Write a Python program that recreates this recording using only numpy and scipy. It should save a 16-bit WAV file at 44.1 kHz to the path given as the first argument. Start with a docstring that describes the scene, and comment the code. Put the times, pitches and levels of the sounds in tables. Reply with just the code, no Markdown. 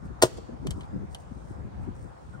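"""Plastic smashed on a lawn

Some metres left of the microphone, a heavy tool smashes a hollow plastic vacuum part on open grass.
The shell splinters in a quick run of cracks and knocks, the tree line answers, and shards drop and click.
Wind buffets the two microphone ports over faint steps, one far call and a soft outdoor wash."""
import sys
import numpy as np
from scipy import signal
from scipy.fft import rfft, irfft
from scipy.io import wavfile
from scipy.ndimage import uniform_filter1d

SR = 44100
rng = np.random.default_rng(int(sys.argv[2]) if len(sys.argv) > 2 else 0)


def persist_wave(psi):
    """Save psi, clipped to +-1, as 16-bit WAV."""
    counts = np.round(np.clip(psi, -1, 1) * 32767).astype(np.int16)
    wavfile.write(sys.argv[1], SR, np.atleast_2d(counts).T)


N = 105840


def smash(thud_hz=129.5, thud_db=-12.5, thud_t60=0.055, thud_rise_s=0.0081):
    """Some metres to the left the shell splits, the body knocks, and the turf takes the blow."""
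    # splits of the shell (time [s], level [dB], t60 [s])
    cracks = [(0.2182, -27, 0.037), (0.222, -12.5, 0.038), (0.2241, -10.5, 0.012), (.2295, -8.5, 0.0068),
              (0.2331, -16, 0.027), (0.2338, -18.5, 0.019), (0.2444, -31, .03), (0.2528, -35, 0.088)]
    # colour of the cracking plastic (frequency [Hz], level [dB])
    crack_colour = [(300, -10.5), (600, -4.5), (1000, -0.5), (1400, -8), (1900, -10.5), (2500, -11.5),
                    (3600, -8.5), (6000, -10), (7100, -10.5), (8600, -12), (10500, -24), (12700, -14),
                    (13800, -36), (15000, -21.5), (16000, -24)]
    # blows into the hollow body (time [s], level [dB], contact time [s])
    knocks = [(.2250, -14.5, 0.00046), (0.2275, -12.5, 0.00076), (.2293, -13, .001),
              (0.2322, -11.5, 0.0012), (0.2353, -1.5, .0014), (0.2426, -18, 0.0013), (0.2585, -27, 0.0014),
              (0.311, -40, .0018)]
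    out, t = np.zeros(N), np.arange(SR // 2) / SR
    for s, db, t60 in cracks:
        add(out, s, amp(db) * splinter(t60, causal(crack_colour)))
    for s, db, contact_s in knocks:
        add(out, s, amp(db) * knock(contact_s))
    thud_envelope = amp(thud_db - 60 * t / thud_t60) * np.minimum(t / thud_rise_s, 1)
    add(out, 0.2355, thud_envelope * np.sin(2 * np.pi * thud_hz * t))
    return out


def splinter(t60, colour, fractures_per_s=11000, spread_db=2, rise_s=0.0006, size=4096):
    """A dying burst of tiny fractures, coloured by the plastic."""
    t = np.arange(size) / SR
    ticks = rng.choice([-1., 1.], size) * amp(spread_db * rng.standard_normal(size))
    ticks *= rng.random(size) < fractures_per_s / SR
    envelope = np.minimum(t / rise_s, 1) * amp(-60 * t / t60)
    return signal.fftconvolve(unit(ticks) * envelope, colour)


def knock(contact_s, size=12288):
    """A short rounded push rings the modes of the hollow body."""
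    # ring of the body (frequency [Hz], level [dB], t60 [s])
    body_modes = [(366, -13.5, 0.08), (463, -17.5, 0.082), (505, 0.5, 0.014), (590, -15.5, 0.067),
                  (629, -17.5, .08), (713, -29.5, .08), (929, -27, 0.1), (930, -26, 0.068),
                  (1220, -11, .045), (1554, -30, 0.036), (2050, -28, .05)]
    t = np.arange(size) / SR
    push = np.sin(np.pi * np.minimum(t / contact_s, 1)) ** 2
    return signal.fftconvolve(ring(body_modes, t), push / push.sum())[:size]


def shards(size=4096):
    """Loose pieces land nearer the microphone, each a ringing click over a duller hollow clack."""
    # landings and collisions (time [s], click level [dB], t60 [s], clack level [dB], tilt [dB/octave])
    landings = [(0.667, -40, 0.0069, -48, 4), (.6700, -29.5, .013, -28.5, 1.5),
                (0.707, -28.5, 0.013, -53, 2.5), (.7122, -38.5, 0.023, -43, 0.5),
                (.8080, -44, 0.033, -46.5, -4.5), (0.832, -54, 0.044, -57, -6),
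                (1.1470, -31.5, 0.011, -54, 3), (1.1501, -40.5, 0.013, -37, -1)]
    # ring of a shard (frequency [Hz], level [dB], t60 [s])
    shard_modes = [(3034, -36, 0.017), (4105, -38.5, 0.031), (4560, -37, 0.044), (5870, -38, 0.019),
                   (8000, -35, 0.015)]
    # colours of the click and of the clack (frequency [Hz], level [dB])
    click_colour = [(300, -22), (1500, -4.5), (2500, -6), (3100, 8), (3700, 0.5), (4300, -0.5),
                    (5100, -5.5), (5900, -2.5), (7200, -2.5), (8400, -8), (11500, -10.5), (13500, -23),
                    (15500, -30)]
    clack_colour = [(150, -19), (400, -1), (900, 7.5), (1400, -0.5), (2000, 0.5), (2700, -7), (5000, -22),
                    (16000, -49)]
    out, t = np.zeros(N), np.arange(size) / SR
    ringing_tap = (t == 0) + ring(shard_modes, t)
    for s, click_db, t60, clack_db, tilt_db in landings:
        colour = signal.fftconvolve(causal(click_colour, tilt_db), ringing_tap)
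        add(out, s, amp(click_db) * splinter(t60, colour / np.linalg.norm(colour)))
        add(out, s, amp(clack_db) * splinter(t60, causal(clack_colour)))
    return out


def outdoors(source, wet_db=0, paths=3, right_lag_s=0.0001957, turn_s=0.004):
    """Direct sound at the two ports; successive fractures take different paths over the lawn."""
    # balance between the ports (frequency [Hz], left minus right [dB])
    port_balance = [(100, 1.5), (380, 2.2), (700, 4.5), (1300, 3.5), (2400, 1), (4400, 2.5), (6000, 7.5),
                    (8300, -16.5), (11000, -1.5), (15000, -4)]
    half_db = read(port_balance, bins()) / 2
    right_delay = np.exp(-2j * np.pi * bins() * right_lag_s)
    out = filtered(source, np.array([amp(half_db), amp(-half_db) * right_delay]))
    turn = np.arange(N) / SR / turn_s
    for k in range(paths):
        crossfade = np.sin(np.pi / 2 * np.minimum((turn + k) % paths, 2))
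        out += amp(wet_db) * signal.fftconvolve((source * crossfade)[None], lawn(), axes=1)[:, :N]
    return out


def lawn(near_t60=0.072, echo_s=0.147, echo_spread_s=0.006, far_db=-25.5, near_db=-9, echo_db=-36):
    """One response of the place: scatter from near turf and far field, and an echo off the tree line."""
    # decay of the far scatter (frequency [Hz], t60 [s])
    far_t60 = [(100, 0.71), (1000, 0.32), (4000, 0.99), (9000, 0.56), (11500, 0.5), (16000, .25)]
    # colours of the far field, the near turf and the tree line (frequency [Hz], level [dB])
    far_colour = [(100, -2), (400, 0), (800, -1.5), (1500, -1.5), (4000, -5.5), (8000, -3.5), (12000, -7.5),
                  (16000, -14.5)]
    near_colour = [(100, -10), (500, -9), (1200, 1.5), (5000, -3), (9000, -0.5), (16000, -6)]
    echo_colour = [(100, 3.5), (500, 7), (1000, -4), (3000, -0.5), (8000, -1), (16000, -19)]
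    t = np.arange(SR) / SR
    far, near, echo = rng.standard_normal((3, 2, SR))
    hz, frame_s, spectra = signal.stft(far, SR, nperseg=256)
    spectra *= amp(-60 * frame_s / read(far_t60, hz)[:, None])
    far = signal.istft(spectra, SR, nperseg=256)[1][:, :SR]
    near *= amp(-60 * t / near_t60) * np.minimum(t / 0.002, 1)
    echo *= (t > echo_s) * np.exp(-abs(t - echo_s) / echo_spread_s)
    parts = (far_db, far, far_colour), (near_db, near, near_colour), (echo_db, echo, echo_colour)
    return sum(amp(db) * unit(signal.fftconvolve(part, causal(colour)[None], axes=1)[:, :SR])
               for db, part, colour in parts) / np.sqrt(SR)


def wind(rumble_db=1, lump_db=2, lump_s=0.036, buffet_octaves=0.87, lean_left_db=2):
    """Wind on the microphone: lumpy rumble, unrelated at each port, with sharper buffets on top."""
    # gusts (time [s], relative level [dB])
    gusts = [(0, -47), (.07, -36), (.17, -46), (.29, -48), (.35, -44), (0.419, -44), (.47, -46.5),
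             (.57, -47), (.68, -35), (.8, -39), (0.871, -42.5), (.96, -37.5), (1.07, -39.5), (1.17, -47),
             (1.331, -44), (1.449, -46), (1.58, -40), (1.65, -37.5), (1.73, -41), (1.85, -38),
             (1.97, -40.5), (2.079, -42), (2.17, -54.5), (2.26, -46), (2.4, -42.5)]
    # colour of the rumble (frequency [Hz], level [dB])
    rumble_colour = [(20, -29), (38, -10), (60, 2.5), (100, -2.5), (160, -7), (250, -14.5), (400, -20.5),
                     (800, -43.5), (2000, -73)]
    # sharp buffets on the ports (time [s], relative level [dB], width [s], pitch [Hz])
    buffets = [(0.109, -41.5, 0.0084, 215), (.496, -36.5, 0.0058, 290), (0.537, -39, 0.017, 178),
               (.63, -41, 0.0093, 217), (0.661, -29.5, 0.0091, 247), (0.692, -28, .011, 109),
               (0.774, -39.5, 0.025, 190), (0.958, -30.5, 0.017, 178.3), (.995, -38, 0.0083, 150),
               (1.031, -37.5, 0.014, 180), (1.319, -34, 0.0039, 167.4), (1.372, -42, 0.008, 170.4),
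               (1.511, -34.5, 0.003, 151), (1.81, -36, 0.013, 85), (1.885, -32.5, 0.0086, 175),
               (2.052, -45.5, 0.012, 220)]
    t = np.arange(N) / SR
    gust_db = np.interp(t, *np.transpose(gusts))
    rumble = unit(filtered(rng.standard_normal((2, N)), amp(read(rumble_colour, bins()))))
    lumps = unit(filtered(rng.standard_normal((2, N)), np.exp(-(bins() * lump_s) ** 2)))
    out = amp(gust_db + rumble_db) * unit(rumble * amp(lump_db * lumps))
    for s, db, width_s, hz in buffets:
        swell = np.exp(-.5 * ((t - s) / width_s) ** 2)
        band = np.exp(-(np.log2((bins() + 1) / hz) / buffet_octaves) ** 2)
        eddy = swell * filtered(rng.standard_normal((2, N)), band)
        out += amp(db) * unit(eddy) * np.sqrt(np.mean(swell ** 2))
    return out * amp([[lean_left_db], [-lean_left_db]])


def steps(blades_per_s=2200):
    """Each faint step crushes a cloud of dry grass blades."""
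    # shoes brushing through the grass (time [s], level [dB], width [s])
    footfalls = [(0.059, -69, 0.015), (.76, -69, 0.079), (1.129, -65.5, .02), (1.208, -67.5, 0.022),
                 (1.38, -75, 0.1), (1.501, -73, 0.039), (1.84, -75, 0.022), (1.961, -69, 0.0076),
                 (2.03, -70, .04), (2.29, -76, 0.1)]
    # colour of dry grass (frequency [Hz], level [dB])
    grass_colour = [(1000, -14), (3000, -7.5), (5500, -1), (8800, 2), (10500, -14), (12500, -11),
                    (13700, -19), (15300, -11.5)]
    t = np.arange(N) / SR
    press = sum(amp(db) * np.exp(-.5 * ((t - s) / width_s) ** 2) for s, db, width_s in footfalls)
    blades = rng.standard_normal(N) * (rng.random(N) < blades_per_s / SR)
    return press * unit(signal.fftconvolve(blades, causal(grass_colour))[:N])


def far_call(blur_hz=28):
    """One faint falling tone, perhaps a bird, blurred by distance."""
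    # course of the call (time [s], pitch [Hz], level [dB])
    call = [(2.28, 1528, -76), (2.31, 1494, -61), (2.335, 1446, -57), (2.355, 1416, -55), (2.4, 1345, -70)]
    s, hz, db = np.transpose(call)
    t = np.arange(N) / SR
    blur = unit(filtered(rng.standard_normal(N), np.exp(-(bins() / blur_hz) ** 2)))
    envelope = amp(np.interp(t, s, db)) * (t > s[0])
    phase = 2 * np.pi * np.cumsum(np.interp(t, s, hz)) / SR
    return envelope * blur * np.sin(phase)


def wash(level_db=-51, patch_db=2, size=1024):
    """Distant air and trees: soft noise with drifting patches."""
    # colour of the wash (frequency [Hz], level [dB])
    wash_colour = [(180, -30.5), (300, -7.5), (418, -12.5), (528, -2), (574, -7.5), (749, -5.5),
                   (1340, -14.5), (2840, -32.5), (8790, -39), (12500, -58.5), (13800, -61.5), (16000, -46)]
    # likeness of the two ports (frequency [Hz], correlation [-1 to 1])
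    port_likeness = [(100, -0.32), (640, -0.53), (1400, -0.16), (3100, -0.058), (7000, 0.1), (15000, 0.056)]
    hz, hop = np.fft.rfftfreq(size, 1 / SR), size // 4
    left_re, left_im, apart_re, apart_im, patches = rng.standard_normal((N // hop + 5, len(hz), 5)).T
    patches = uniform_filter1d(patches, size=14, axis=0)  # smooth across frequency
    patches = unit(uniform_filter1d(patches, size=16, axis=1))  # and across time
    likeness = read(port_likeness, hz)[:, None]
    left = left_re + 1j * left_im
    right = likeness * left + np.sqrt(1 - likeness ** 2) * (apart_re + 1j * apart_im)
    spectra = np.array([left, right]) * amp(read(wash_colour, hz)[:, None] + patch_db * patches)
    return amp(level_db) * unit(signal.istft(spectra, nperseg=size, noverlap=size - hop)[1][:, :N])


def amp(db):
    """Decibels to gain."""
    return 10 ** (np.asarray(db) / 20)


def unit(x):
    """Scales to rms 1."""
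    return x / np.sqrt(np.mean(x ** 2) + 1e-20)


def read(points, hz):
    """Reads a table on a log-frequency axis."""
    table_hz, value = np.transpose(points)
    return np.interp(np.log(hz + 1), np.log(table_hz + 1), value)


def add(mix, s, sound):
    """Adds a sound to the mix at s seconds."""
    part = mix[..., max(round(s * SR), 0):][..., :sound.shape[-1]]
    part += sound[..., :part.shape[-1]]


def bins():
    """Frequencies of a whole-length spectrum."""
    return np.fft.rfftfreq(N, 1 / SR)


def filtered(x, gain):
    """Applies a gain at each frequency of the whole-length spectrum."""
    return irfft(rfft(x) * gain, N)


def ring(modes, t):
    """Struck modes, each dying at its own rate."""
    return sum(amp(db - 60 * t / t60) * np.cos(2 * np.pi * hz * t) for hz, db, t60 in modes)


def causal(colour, tilt_db=0, size=2048):
    """Unit-energy minimum-phase response of a colour, tilted per octave above 1 kHz."""
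    hz = abs(np.fft.fftfreq(size, 1 / SR))
    log_gain = np.log(amp(read(colour, hz) + tilt_db * np.log2(np.maximum(hz, 1000))))
    taps = np.fft.ifft(np.exp(np.conj(signal.hilbert(log_gain)))).real
    return taps / np.linalg.norm(taps)


def scene():
    """The lawn from the microphone; the shards land nearer, so they carry less of the field."""
    return outdoors(smash() + steps() + far_call()) + outdoors(shards(), wet_db=-2.5) + wind() + wash()


def record(dry, low_cut_hz=40, ceiling=0.92, top_hz=15950, half_taps=255):
    """The microphone's low cut, clipping at the ceiling, then the band limit."""
    low_cut = signal.butter(3, low_cut_hz, "high", fs=SR, output="sos")
    clipped = np.clip(signal.sosfilt(low_cut, dry), -ceiling, ceiling)
    padded = np.pad(clipped, ((0, 0), (half_taps, half_taps)), "reflect")
    band_limit = signal.firwin(2 * half_taps + 1, top_hz, window=("kaiser", 9), fs=SR)
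    return signal.oaconvolve(padded, band_limit[None], "valid")


dry = scene()
out = record(dry)
persist_wave(out)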